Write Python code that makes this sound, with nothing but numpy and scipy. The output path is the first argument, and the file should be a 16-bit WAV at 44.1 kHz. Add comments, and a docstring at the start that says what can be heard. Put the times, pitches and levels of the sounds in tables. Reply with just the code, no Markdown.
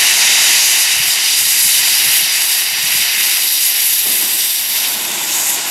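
"""A station yard: a small steam locomotive creeps out with its cylinder drain cocks open, heard in mono.
The turbulent jets rush, made hollow by interference with their reflection off the ground, with a hiss
and a wet sizzle above and a dull roar from the cloud below. They surge into keener hisses and faint
airy whistles. The chimney gives soft exhaust beats, the draught murmurs through the fire,
and a light breeze rumbles on the microphone."""
import sys
import numpy as np
from scipy import signal
from scipy.fft import rfft, irfft
from scipy.io import wavfile
from scipy.ndimage import uniform_filter1d, minimum_filter1d, map_coordinates

SR = 44100
rng = np.random.default_rng(int(sys.argv[2]) if len(sys.argv) > 2 else 0)


def store_pcm(level_fs):
    """Save levels as 16-bit WAV."""
    pcm = np.round(np.clip(level_fs, -1, 1) * 32767).astype(np.int16)
    wavfile.write(sys.argv[1], SR, np.atleast_2d(pcm).T)


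N = 251370

# brief falters of the jets: (time [s], rush dip [dB], spray and surge dip [dB], half width [s])
JET_FALTERS = [(0.185, 3, 2.5, 0.044), (0.867, -1, 2.5, .025), (2.753, 0, 3.5, 0.026),
               (3.725, 0.5, 3, 0.027), (4.006, 0.5, 0, 0.038), (4.65, 2, 3.5, 0.063)]
def drain_cocks():
    """Superposition: rush, spray, surges and the cloud's roar add together with their reflections."""
    spray = (hiss() + sizzle()) * flutter(1.15, rate_hz=6)   # the wet jet spits: both waver together
    # the gravel mirrors the rush but scatters most of the spray's shorter waves
    hollow_rush = ground_reflection(rush(), strength=0.3)
    spray = ground_reflection(spray, strength=0.072)
    rush_dip_db = sum(db * bump(s, half_width) for s, db, _, half_width in JET_FALTERS)
    spray_dip_db = sum(db * bump(s, half_width) for s, _, db, half_width in JET_FALTERS)
    jets = hollow_rush * from_db(-rush_dip_db) + (spray + surges()) * from_db(-spray_dip_db)
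    jets *= flutter(0.69, rate_hz=130)
    return with_echo(jets + cloud_roar(), delay_s=0.0083, sway=0.006, share=0.15)   # off the station wall


# spectrum of the rush: (frequency [Hz], relative level [dB])
RUSH_SPECTRUM = [(1000, -28), (1400, -10), (1650, -8), (1950, -2.5), (2560, 2), (2780, -1.5), (3020, 0.5),
                 (3300, -3), (3600, -1), (3800, -1.5), (4100, -3), (4400, 0.5), (4650, -1.5), (5050, -0.5),
                 (5330, -2), (5600, -1.5), (6050, -3), (6500, -19)]
# envelopes of the rush: (time [s], low band level [dB], high band level [dB])
RUSH_ENVELOPES = [(0.0, -13.5, -15.5), (0.15, -16.5, -13.5), (0.25, -13, -11.3), (0.46, -12.5, -12.5),
                  (0.66, -18, -14.5), (1.0, -19, -18), (1.19, -19.5, -17.5), (1.46, -22, -17.0),
                  (2.11, -19.0, -16), (2.62, -21.5, -20), (3.14, -19.5, -19.5), (3.44, -22.5, -19.5),
                  (3.53, -26.5, -19.5), (3.78, -23, -19.5), (3.95, -26.0, -21), (4.17, -24.5, -21.5),
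                  (4.55, -26.5, -21.5), (4.83, -24.5, -20), (4.95, -28, -24.5), (5.24, -26.5, -27.5),
                  (5.33, -26.5, -23.5), (5.7, -26.5, -26)]
def rush():
    """Turbulent mixing: large eddies radiate the low band, small ones the high; each swells on its own."""
    low_db, high_db = in_time(RUSH_ENVELOPES)
    spectrum = colour(RUSH_SPECTRUM)
    high_share = share_above(3300, steepness=12)
    low = from_db(low_db + 0.42) * noise(spectrum * np.sqrt(1 - high_share)) * flutter(1.0, rate_hz=17)
    high = from_db(high_db - 0.07) * noise(spectrum * np.sqrt(high_share)) * flutter(1.0, rate_hz=24)
    return low + high


# spectrum of the hiss: (frequency [Hz], relative level [dB])
HISS_SPECTRUM = [(4500, -23), (6100, -5), (6430, 0), (6800, -0.5), (7300, 0.5), (7650, -1), (8050, 0),
                 (8330, -2), (8700, 0), (9200, -4), (9650, 1.5), (10300, -3), (12000, -33)]
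def hiss():
    """Jet noise in the band between high rush and sizzle takes its level from a weighted mean of both."""
    _, high_db = in_time(RUSH_ENVELOPES)
    sizzle_db, = in_time(SIZZLE_ENVELOPE)
    level_db = 0.76 * high_db + 0.24 * sizzle_db - 3
    return from_db(level_db) * noise(colour(HISS_SPECTRUM)) * flutter(1.0, rate_hz=9.1)


# spectrum of the wet sizzle: (frequency [Hz], relative level [dB])
SIZZLE_SPECTRUM = [(8500, -7.5), (10050, -7), (10400, 1), (11300, 2), (12200, -0.5), (13000, -3),
                   (13600, -6.5), (14200, -15), (15600, -21.5)]
# envelope of the wet sizzle: (time [s], level [dB])
SIZZLE_ENVELOPE = [(0.0, -15.5), (0.79, -16), (0.9, -21), (1.07, -16), (1.17, -21.5), (1.66, -15),
                   (2.03, -16), (2.2, -13.5), (2.3, -21.5), (2.6, -19.5), (2.73, -22.5), (3.84, -16.5),
                   (3.97, -19), (4.83, -20.5), (5.13, -30.5), (5.5, -21.5), (5.6, -30.5), (5.7, -26.5)]
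def sizzle():
    """Spray noise: the finest spray makes the highest band, which brightens as the jets get going."""
    level_db, = in_time(SIZZLE_ENVELOPE)
    spray = noise(colour(SIZZLE_SPECTRUM))
    fine = irfft(rfft(spray) * share_above(11400, steepness=24), N)
    fine_db = np.interp(seconds(), [0, 4.6], [-4, 5])
    brightening = spray - fine + from_db(fine_db) * fine
    return from_db(level_db + 0.64) * brightening * flutter(0.54, rate_hz=56)


# surges of the jets: (time [s], half width [s], centre frequency [Hz], half bandwidth [Hz], level [dB])
JET_SURGES = [(0.42, 0.48, 6450, 1560, -15.5), (0.97, 0.049, 2830, 400, -23), (1.11, 0.045, 7200, 900, -24),
              (1.2, 2.2, 4910, 190, -27), (1.61, 0.53, 7250, 2230, -24), (2.147, 0.063, 2850, 400, -23),
              (3.186, 0.034, 2350, 920, -20.5), (3.5, 0.69, 8000, 220, -33), (3.75, 0.4, 6800, 170, -33),
              (4.37, 0.35, 8350, 1800, -24), (4.7, 1.6, 3560, 410, -30.5), (5.436, 0.62, 7400, 2160, -23.5),
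              (5.338, 0.04, 6500, 2595, -21), (5.45, 0.13, 7360, 2300, -20)]
def surges():
    """Band-limited noise swells and falls back; the narrower the band, the more it whistles."""
    out = np.zeros(N)
    for s, half_width, hz, width_hz, db in JET_SURGES:
        band = 1 / (1 + ((bins_hz() - hz) / width_hz) ** 2) ** 2
        out += from_db(db) * bump(s, half_width) * noise(band)
    return out


# spectrum of the cloud's roar: (frequency [Hz], relative level [dB])
ROAR_SPECTRUM = [(100, -22), (200, -13), (260, -14), (320, -5.5), (420, -8), (520, -12.5), (680, 0),
                 (790, 1), (970, 2), (1100, -1), (1230, -10), (1500, 0), (2200, -18)]
def cloud_roar():
    """Low-frequency turbulence noise follows the low rush and gains on it as the cloud billows up."""
    low_db, _ = in_time(RUSH_ENVELOPES)
    level_db = low_db - 14.5 + 10 * billow()
    return from_db(level_db) * noise(colour(ROAR_SPECTRUM)) * flutter(1.0, rate_hz=18)


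def billow(start_s=4.465, rise_s=0.57):
    """Linear growth, from 0 to 1, of the cloud in front of the engine."""
    return np.clip((seconds() - start_s) / rise_s, 0, 1)


def ground_reflection(x, strength):
    """Two-path interference: the ground returns a late copy, weakened by scattering in the cloud."""
    unscattered = 1 - 0.28 * billow()
    return with_echo(x, delay_s=0.0010437, sway=0.002, share=strength * unscattered)


def with_echo(x, delay_s, sway, share):
    """Comb filtering by a delayed copy; moving air varies the delay by the fraction `sway`."""
    emitted_s = seconds() - delay_s * (1 + sway * drift(rate_hz=1.0))
    echo = map_coordinates(x, [emitted_s * SR], order=3)
    return (x + share * echo) / np.sqrt(1 + share ** 2)


# exhaust beats: (time [s], level [dB], rise [s], hold [s], decay time constant [s])
EXHAUST_BEATS = [(0, -39, 0.26, 0.29, .2), (1.996, -39.5, 0.026, .03, .06),
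                 (3.145, -41.5, .03, 0.027, 0.044), (4.04, -32, .025, .03, 0.13),
                 (4.187, -39, .03, 0.098, .09), (4.64, -35, 0.4, 0.17, 0.24), (5.473, -38, 0.061, .06, .13)]
# spectrum of the chimney: (frequency [Hz], relative level [dB])
CHIMNEY_SPECTRUM = [(70, -28), (120, -25), (165, -1.5), (250, -3.5), (320, 1.5), (420, -2.5), (520, -7),
                    (800, -3), (1300, -11), (3000, -22)]
def chimney():
    """Pulsed flow modulates hollow noise: each puff swells, holds and decays exponentially."""
    flow = np.zeros(N)
    for start, db, rise, hold, decay in EXHAUST_BEATS:
        age = seconds() - start
        swell = np.clip(age / rise, 0, 1)
        fade = np.exp(-np.maximum(age - rise - hold, 0) / decay)
        flow += from_db(db) * swell * fade
    return flow * noise(colour(CHIMNEY_SPECTRUM)) * flutter(0.45, rate_hz=75)


# spectrum of the draught: (frequency [Hz], relative level [dB]), and its overall level
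DRAUGHT, DRAUGHT_DB = [(110, -9.5), (190, -4.5), (330, 1), (420, -0.5), (520, -8.5)], -49
def fire_draught():
    """Steady flow through the fire gives stationary noise, a quiet, even murmur."""
    return from_db(DRAUGHT_DB) * noise(colour(DRAUGHT))


# spectrum of the wind's rumble: (frequency [Hz], relative level [dB])
WIND_SPECTRUM = [(20, -21), (40, -9), (65, -5.5), (95, -0.5), (150, -1.5), (210, -2.5), (300, -8.5),
                 (600, -15)]
# gusts: (time [s], peak level [dB], half width [s])
WIND_GUSTS = [(.15, -49.5, 0.38), (1.0, -47, .08), (1.5, -48, .1), (1.85, -47.5, 0.17), (2.12, -51, 0.12),
              (2.918, -51, .18), (5.3, -55.5, 0.64)]
# thumps of single eddies: (time [s], level [dB], centre frequency [Hz], half width [s])
EDDY_THUMPS = [(0.97, -40, 120, .012), (1.006, -33, 135, 0.0095), (1.085, -38, 170, 0.012),
               (1.42, -42.5, 125, .025), (1.662, -37, 125, 0.015), (2.078, -41, 123, 0.025),
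               (2.23, -39, 210, 0.019), (2.728, -45, 115, .012), (2.848, -37, 134, .015),
               (2.948, -39, 165, .015), (3.003, -39, 160, 0.017)]
def breeze(calm_db=-59.5):
    """Pressure fluctuations at the microphone: gusts rumble, and single eddies strike as short thumps."""
    wind = from_db(calm_db) + sum(from_db(db) * bump(s, half_width) for s, db, half_width in WIND_GUSTS)
    out = wind * noise(colour(WIND_SPECTRUM)) * flutter(2.0, rate_hz=13)
    for s, db, hz, half_width in EDDY_THUMPS:
        envelope = bump(s, half_width)
        octaves = np.log2(bins_hz() / hz)
        eddy = envelope * noise(1 / (1 + (0.9 * octaves) ** 2) ** 2)
        out += from_db(db) * rms_one(eddy) * np.std(envelope)
    return out


def from_db(db):
    """Amplitude ratio of a level in decibels."""
    return 10 ** (np.asarray(db) / 20)


def rms_one(x):
    """Normalisation to rms 1."""
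    return x / np.sqrt(np.mean(x ** 2) + 1e-20)


def seconds():
    """Uniform sampling: the time of every sample."""
    return np.arange(N) / SR


def bins_hz():
    """The frequency of every Fourier bin, at least 1 Hz."""
    return np.maximum(np.arange(N // 2 + 1) * SR / N, 1)


def in_time(rows):
    """Linear interpolation of each level column at every sample."""
    times, *columns = np.transpose(rows)
    return [np.interp(seconds(), times, column) for column in columns]


def bump(s, half_width):
    """Gaussian pulse: 1 at time s, 1/e a half width to either side."""
    return np.exp(-((seconds() - s) / half_width) ** 2)


def colour(points):
    """Spectral envelope: gain interpolated in log frequency, falling 24 dB an octave beyond its ends."""
    hz, db = np.transpose(points)
    inside = from_db(np.interp(np.log(bins_hz()), np.log(hz), db))
    return inside * np.minimum(1, np.minimum(bins_hz() / hz[0], hz[-1] / bins_hz())) ** 4


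def share_above(hz, steepness):
    """Crossover: the upper band's share of every bin."""
    return 1 / (1 + (hz / bins_hz()) ** steepness)


def noise(gain):
    """Spectral shaping of white noise by a gain at every frequency; rms 1."""
    return rms_one(irfft(rfft(rng.standard_normal(N)) * gain, N))


def drift(rate_hz):
    """Low-pass noise: a random wander, mostly slower than rate_hz; rms 1."""
    return noise(1 / (1 + (bins_hz() / rate_hz) ** 2))


def flutter(depth_db, rate_hz):
    """Random amplitude modulation by eddies: a gain of rms 1."""
    return rms_one(from_db(depth_db * drift(rate_hz)))


def scene():
    """Independent sources add linearly; both channels carry the same sound."""
    return np.tile(drain_cocks() + chimney() + fire_draught() + breeze(), (2, 1))


def record(dry, ceiling=0.75, cutoff_hz=15700):
    """Peak limiting holds the loudest peaks down; a steep low-pass filter cuts the top."""
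    needed = np.minimum(1, ceiling / (np.abs(dry[0]) + 1e-9))
    gain = uniform_filter1d(minimum_filter1d(needed, size=45), size=45)   # smoothed over about 1 ms
    low_pass = signal.ellip(8, 0.05, 50, cutoff_hz, fs=SR, output="sos")
    return signal.sosfiltfilt(low_pass, dry * gain)


dry = scene()
out = record(dry)
store_pcm(out)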